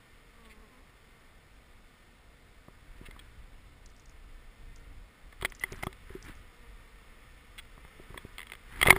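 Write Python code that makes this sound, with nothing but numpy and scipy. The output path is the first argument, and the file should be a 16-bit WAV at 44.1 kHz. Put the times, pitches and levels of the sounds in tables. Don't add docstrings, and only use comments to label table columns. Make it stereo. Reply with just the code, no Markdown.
import sys
import numpy as np
from scipy import signal
from scipy.fft import rfft, irfft, next_fast_len
from scipy.io import wavfile
from scipy.ndimage import map_coordinates

SR = 44100
rng = np.random.default_rng(int(sys.argv[2]) if len(sys.argv) > 2 else 0)


def inscribe(sig):
    pcm = np.round(np.clip(np.atleast_2d(sig).T, -1, 1) * 32767)
    wavfile.write(sys.argv[1], SR, pcm.astype(np.int16))


N = 396018

# time_s, peak_db
CASE_KNOCKS = [(2.683, -36.5), (3.163, -41), (5.833, -24), (5.8682, -23), (7.778, -40), (7.85, -36),
               (8.143, -35), (8.861, -15), (8.884, -9), (8.906, -11), (8.9268, -15), (8.9629, -18)]
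# start_s, end_s, click_db, thud_db
GRIP_SHIFTS = [(5.7, 5.819, -38.5, -43), (6.119, 6.319, -58, -39.5), (8.1, 8.202, -53, -35)]


def amp(db):
    return 10 ** (np.asarray(db) / 20)


def unit(x):
    return x / np.sqrt(np.mean(x ** 2) + 1e-20)


def peak(x):
    return x / (np.abs(x).max() + 1e-20)


def clock(length_s=N / SR):
    return np.arange(round(length_s * SR)) / SR


def wobble(knots_per_s):
    coarse = np.arange(0, N + 64, 64)
    knots = rng.standard_normal(int(N * knots_per_s / SR) + 4)
    spline = map_coordinates(knots, [coarse * knots_per_s / SR], mode="nearest")
    return np.interp(np.arange(N), coarse, spline)


def filtered(x, response):
    size = next_fast_len(len(x) + SR // 4)
    return irfft(rfft(x, size) * response(np.fft.rfftfreq(size, 1 / SR)), size)[:len(x)]


def coloured(x, points):
    freq_hz, gain_db = np.transpose(points)
    return unit(filtered(x, lambda hz: amp(np.interp(np.log(hz + 1), np.log(freq_hz), gain_db))))


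def add(track, start_s, sound):
    part = track[max(round(start_s * SR), 0):][:len(sound)]
    part += sound[:len(part)]


def sprinkle(spells, per_s, scatter_db=5.0):
    for start_s, end_s, db in spells:
        count = max(round((end_s - start_s) * per_s), 1)
        times_s = start_s + (end_s - start_s) * (np.arange(count) + rng.random(count)) / count
        yield from zip(times_s, db + scatter_db * rng.standard_normal(count))


def wingbeats(pitch_hz, gain):
    turns = rng.random() + np.cumsum(pitch_hz) / SR
    at = np.interp(np.arange(1, int(turns[-1])), turns, np.arange(N))
    i = at.astype(int)
    shares = np.r_[gain[i] * (1 - at + i), gain[i] * (at - i)]
    return np.bincount(np.r_[i, i + 1], shares, N + 1)[:N]


def swarm(count=26, pitch_hz=240, spread=0.05, wander=0.035, distance_db=4):
    # time_s, level_db
    approach = [(0.0, -66), (1.5, -68.5), (5.25, -66.5), (5.8, -64.5), (8.2, -62.5), (8.6, -62)]
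    # freq_hz, gain_db
    buzz_spectrum = [(110, -47.5), (180, -9), (239, -4), (292, -24), (423, 2), (467, -3), (814, -14),
                     (1230, 1), (1500, -4.5), (1660, -10), (1830, -2), (2770, -5.5), (3420, -8),
                     (4240, -19), (5400, -11.5), (7020, -70.5), (11900, -120)]
    # freq_hz, gain_db
    air_spectrum = [(60, 5), (200, 2), (400, -2.5), (800, -5), (2000, -10.5), (3000, -13.5), (4200, -13.5),
                    (5500, -17)]
    # centre_hz, width_hz, gain_db
    cavity_modes = [(1277, 100, -0.5), (1495, 108.1, 2.5), (1795.5, 109.6, 5), (2152, 208.8, 5),
                    (3420, 130, 0), (3550, 95.7, 5.5)]
    beats = np.zeros(N)
    for place in np.linspace(-1.7, 1.7, count):
        bee_hz = pitch_hz * np.exp(spread * place + wander * wobble(4) + 0.006 * wobble(30))
        beats += wingbeats(bee_hz, amp(distance_db * wobble(2.526)))
    hum_db = np.interp(clock(), *np.transpose(approach)) + 4.5
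    hum = amp(hum_db) * coloured(beats, buzz_spectrum)
    air = amp(-58) * coloured(rng.standard_normal(N), air_spectrum)
    cavity_db = lambda hz: sum(db / (1 + (2 * (hz - f) / width) ** 2) for f, width, db in cavity_modes)
    return filtered(hum + air, lambda hz: amp(cavity_db(hz) - 3.5))


def hand(still_db=-58, settle_db_per_s=-0.83, attack_s=0.097, release_s=0.0807, grain_db=3, sway_db=2):
    # freq_hz, gain_db
    rumble_spectrum = [(8.8, -29), (15, -2), (32, 2.5), (48, -1), (80, -12), (109, -15), (151, -23.5),
                       (242, -31), (300, -25), (390, -59), (660, -120)]
    # start_s, end_s, rumble_db
    moves = [(2.848, 3.72, -50), (3.74, 4.45, -53.5), (4.626, 5.04, -50), (5.26, 6.461, -50.5),
             (6.607, 8.8, -54), (8.826, 8.98, -39.5)]
    # centre_s, half_length_s, level_db
    rubs = [(3.11, 0.2, -60.5), (5.436, 0.021, -51.5), (5.713, 0.056, -52.5), (5.808, 0.034, -55),
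            (6.134, 0.044, -55), (6.285, 0.036, -47.5), (8.167, 0.14, -60.5), (8.765, 0.062, -50.5),
            (8.875, 0.047, -38.5), (8.966, 0.008023, -41)]
    # freq_hz, gain_db
    rub_spectrum = [(100, 9.5), (380, 1), (550, -14.5), (900, -2), (1500, 3), (2000, 4), (2600, -4.5),
                    (3500, -8), (4200, -13), (5500, -18)]
    t = clock()
    strokes = sum(amp(db) * np.exp(-0.5 * ((t - s) / half_s) ** 2) for s, half_s, db in rubs)
    friction = coloured(rng.standard_normal(N) * amp(grain_db * wobble(350)), rub_spectrum)
    ramps = [amp(db) * np.interp(t, [start - attack_s, start, end, end + release_s], [0, 1, 1, 0])
             for start, end, db in moves]
    effort = np.hypot(amp(still_db + settle_db_per_s * t), np.max(ramps, axis=0))
    rumble = amp(sway_db * wobble(12)) * coloured(rng.standard_normal(N), rumble_spectrum)
    return strokes * friction + effort * rumble


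def hiss(level_db=-73):
    # freq_hz, gain_db
    spectrum = [(25, -14.5), (120, 7.5), (400, 12.5), (2000, 11), (5500, 10)]
    return np.array([held(amp(level_db) * coloured(rng.standard_normal(N), spectrum)) for _ in range(2)])


def near_bees(flutter=0.008, swerve_db=4.5):
    # nearest_s, half_length_s, coming_hz, leaving_hz, level_db
    passes = [(0.463, 0.074897, 234.6, 211, -58), (.625, 0.037, 247.8, 207, -57),
              (0.725, 0.055, 270, 247.3, -60.5), (.82, 0.05442, 261.5, 276.1, -67),
              (1.19, 0.068, 231, 219.6, -70.5), (3.027, 0.074, 246, 231, -64),
              (6.621, 0.07077, 251, 234, -62), (6.756, 0.093, 232.5, 237.5, -66.5)]
    # freq_hz, gain_db
    spectrum = [(220, 3.5), (460, 2), (700, -11), (900, -8), (1130, 3.5), (1450, -16.5), (2000, -5.5),
                (3000, -25), (5000, -21)]
    out, t = np.zeros(N), clock()
    for nearest_s, half_s, coming_hz, leaving_hz, db in passes:
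        along = (t - nearest_s) / half_s
        pitch_hz = coming_hz + (leaving_hz - coming_hz) * (1 + np.tanh(along)) / 2
        beats = wingbeats(pitch_hz * (1 + flutter * wobble(40)), amp(swerve_db * wobble(25)))
        nearness = np.exp(-(along / 2) ** 2) / np.sqrt(1 + along ** 2)
        out += amp(db) * coloured(beats, spectrum) * nearness
    return out


def case_ring(scatter_db=4.5, detune_s=0.000566):
    # freq_hz, level_db, t60_s
    modes = [(135, -19, 0.01769), (377.17, -21.5, 0.35), (547, -14, 0.0097), (751.3, -12.5, 0.010168),
             (957, -16, 0.03855), (1137, -8, 0.01747), (1310, -22.5, 0.081), (1700, -11, 0.01823),
             (2090, 0.5, 0.024), (2500, -15.5, 0.0079), (2740, -16, 0.015), (3364, -8.5, 0.037),
             (3413, -14.5, 0.018913), (5240, -28, 0.0093)]
    t, ring = clock(0.2), 0
    for k, (hz, db, t60_s) in enumerate(modes):
        pitch_hz = hz * (1 + detune_s / t60_s * rng.normal())
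        envelope = amp(db + scatter_db * rng.normal() - 60 * t / t60_s)
        ring += (-1) ** k * envelope * np.sin(2 * np.pi * pitch_hz * t)
    return ring


def snap(crack_db=-2, crack_t60_s=0.013237, grip_t60_s=0.05174, crack_hz=(1000, 3500)):
    t = clock(0.2)
    burst = rng.standard_normal(len(t)) * amp(-60 * t / crack_t60_s)
    crack = signal.sosfilt(signal.butter(3, crack_hz, "band", fs=SR, output="sos"), burst)
    ring = peak(case_ring()) * amp(-60 * t / grip_t60_s)
    return peak(ring + amp(crack_db) * peak(crack))


def brushes(highpass_hz=2000, jitter_s=0.00026):
    # start_s, length_s, wingbeat_hz, peak_db
    contacts = [(0.441, 0.031, 219, -47.5), (0.489, 0.051, 218.7, -46), (3.05, 0.02437, 241, -42),
                (3.188, 0.011994, 245, -38.5), (7.575, 0.028, 217.8, -31)]
    out = np.zeros(N)
    for start_s, length_s, beat_hz, db in contacts:
        touch = peak(signal.lfilter(*signal.butter(2, highpass_hz, "high", fs=SR), snap()))
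        for delay_s in np.arange(0, length_s, 1 / beat_hz):
            time_s = start_s + delay_s + jitter_s * rng.random()
            swell = np.sin(np.pi * delay_s / length_s)
            add(out, time_s, amp(db + rng.normal()) * swell * touch)
    return out


def bumps(knock_s=0.00052005, thud_s=0.0015, push_db=-5, push_hz=115, push_t60_s=0.017):
    # time_s, peak_db
    thuds = [(3.013, -36.5), (3.087, -37.5), (5.425, -31.5), (5.736, -35.5), (5.869, -28), (6.104, -37.5),
             (7.997, -39), (8.104, -36), (8.251, -30)]
    out, t = np.zeros(N), clock(0.2)
    faint = sprinkle([(start, end, db) for start, end, _, db in GRIP_SHIFTS], per_s=9)
    for contact_s, blows in (knock_s, CASE_KNOCKS), (thud_s, [*thuds, *faint]):
        force = np.hanning(max(int(contact_s * SR * 1.67), 4))
        for time_s, db in blows:
            grip_t60_s = 0.045 * amp(db + 40) ** 0.4726
            ring = case_ring() * amp(-60 * t / grip_t60_s)
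            knock = peak(np.convolve(force, ring)[:len(t)])
            pitch_hz = push_hz * np.exp(0.0919 * rng.normal())
            push = amp(push_db - 60 * t / push_t60_s) * np.sin(2 * np.pi * pitch_hz * t)
            add(out, time_s - contact_s / 2, amp(db) * peak(knock + push))
    return out


def clicks(hard_knock_db=-30, knock_to_click_db=-10.5):
    # time_s, level_db
    singles = [(3.11, -41), (5.412, -34.5), (5.448, -18.5), (5.455, -22), (5.521, -36), (5.834, -26),
               (5.928, -41), (8.175, -41), (8.469, -41.5), (8.499, -37), (8.814, -14), (8.854, -23.5),
               (8.904, -13)]
    out = np.zeros(N)
    knocked = [(s, db + knock_to_click_db) for s, db in CASE_KNOCKS if db > hard_knock_db]
    faint = sprinkle([(start, end, db) for start, end, db, _ in GRIP_SHIFTS], per_s=9)
    for time_s, db in [*singles, *rattles(), *knocked, *faint]:
        add(out, time_s + 0.00055, amp(db + 2.5) * snap())
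    return out


def ticks(band_hz=(4700, 7300), t60_s=0.015, trail_db=-9, trail_s=0.045, trail_count=3):
    # start_s, end_s, peak_db
    spells = [(3.806, 4.161, -51), (6.071, 6.368, -50)]
    # time_s, peak_db
    singles = [(3.997, -48.5), (4.76, -46.5), (5.5, -46), (5.5493, -41.5), (5.5968, -41), (5.7219, -36),
               (5.8274, -39)]
    out, t = np.zeros(N), clock(0.03)
    band = signal.butter(2, band_hz, "band", fs=SR)
    tick = lambda: peak(signal.lfilter(*band, rng.standard_normal(len(t)) * amp(-60 * t / t60_s)))
    for time_s, db in [*singles, *sprinkle(spells, per_s=14)]:
        add(out, time_s, amp(db) * tick())
        for delay_s in trail_s * rng.random(trail_count):
            add(out, time_s + delay_s, amp(db + trail_db - 8 * delay_s / trail_s) * tick())
    return out


def creaks(slip_hz=2015, uneven=0.095, grit=2.0, scrape_db=-6, scrape_hz=(370, 3300), grip_t60_s=0.22):
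    # start_s, length_s, peak_db
    runs = [(5.325, 0.00605, -40.5), (5.423, 0.005168, -28.5), (5.451, 0.0051, -23.5), (5.609, 0.05, -38.5),
            (5.6367, 0.0038, -17), (5.826, 0.003474, -32), (8.176, 0.0028, -29), (8.828, 0.0046, -8.5),
            (8.869, 0.009, -10), (8.8976, 0.0032, -11.5), (8.9041, 0.0037, -0.5)]
    out = np.zeros(N)
    scrape_band = signal.butter(3, scrape_hz, "band", fs=SR, output="sos")
    for start_s, length_s, db in runs:
        count = max(int(length_s * slip_hz), 2)
        slip_s = np.cumsum(np.abs(1 + uneven * rng.standard_normal(count))) / slip_hz
        slips = np.bincount(((slip_s - slip_s[0]) * SR).astype(int), amp(2.4 * rng.standard_normal(count)))
        strain = np.linspace(1, 0.5, len(slips))
        force = (unit(slips) + grit * rng.standard_normal(len(slips))) * strain
        ring = case_ring() * amp(-60 * clock(0.2) / grip_t60_s)
        creak = peak(np.convolve(force, ring))
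        add(creak, 0, amp(scrape_db) * peak(signal.sosfilt(scrape_band, force)))
        add(out, start_s, amp(db) * peak(creak))
    return out


def rattles(slowing=1.11):
    # start_s, length_s, first_gap_s, level_db, fall_db
    runs = [(8.382, .056, .0101, -30.5, 8.5), (8.519, .04, .0156, -29.5, 12)]
    for start_s, length_s, gap_s, db, fall_db in runs:
        delays_s = np.r_[0, np.cumsum(gap_s * slowing ** np.arange(10))]
        for delay_s in delays_s[delays_s < length_s]:
            yield start_s + delay_s, db - fall_db * delay_s / length_s


def held(x, hold_hz=12000, edge_hz=5600):
    base = filtered(np.clip(x, -1, 1), lambda hz: 1 / np.sqrt(1 + (hz / edge_hz) ** 36))
    mirrored = base * (1 + 2 * np.cos(2 * np.pi * hold_hz * clock()))
    return filtered(mirrored, lambda hz: np.sinc(hz / hold_hz))


def scene():
    microphone = swarm() + near_bees() + brushes() + hand() + clicks() + creaks() + bumps()
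    return held(microphone) + ticks() + hiss()


def record(dry, top_hz=15500):
    return np.array([filtered(x, lambda hz: hz < top_hz) for x in dry])


dry = scene()
out = record(dry)
inscribe(out)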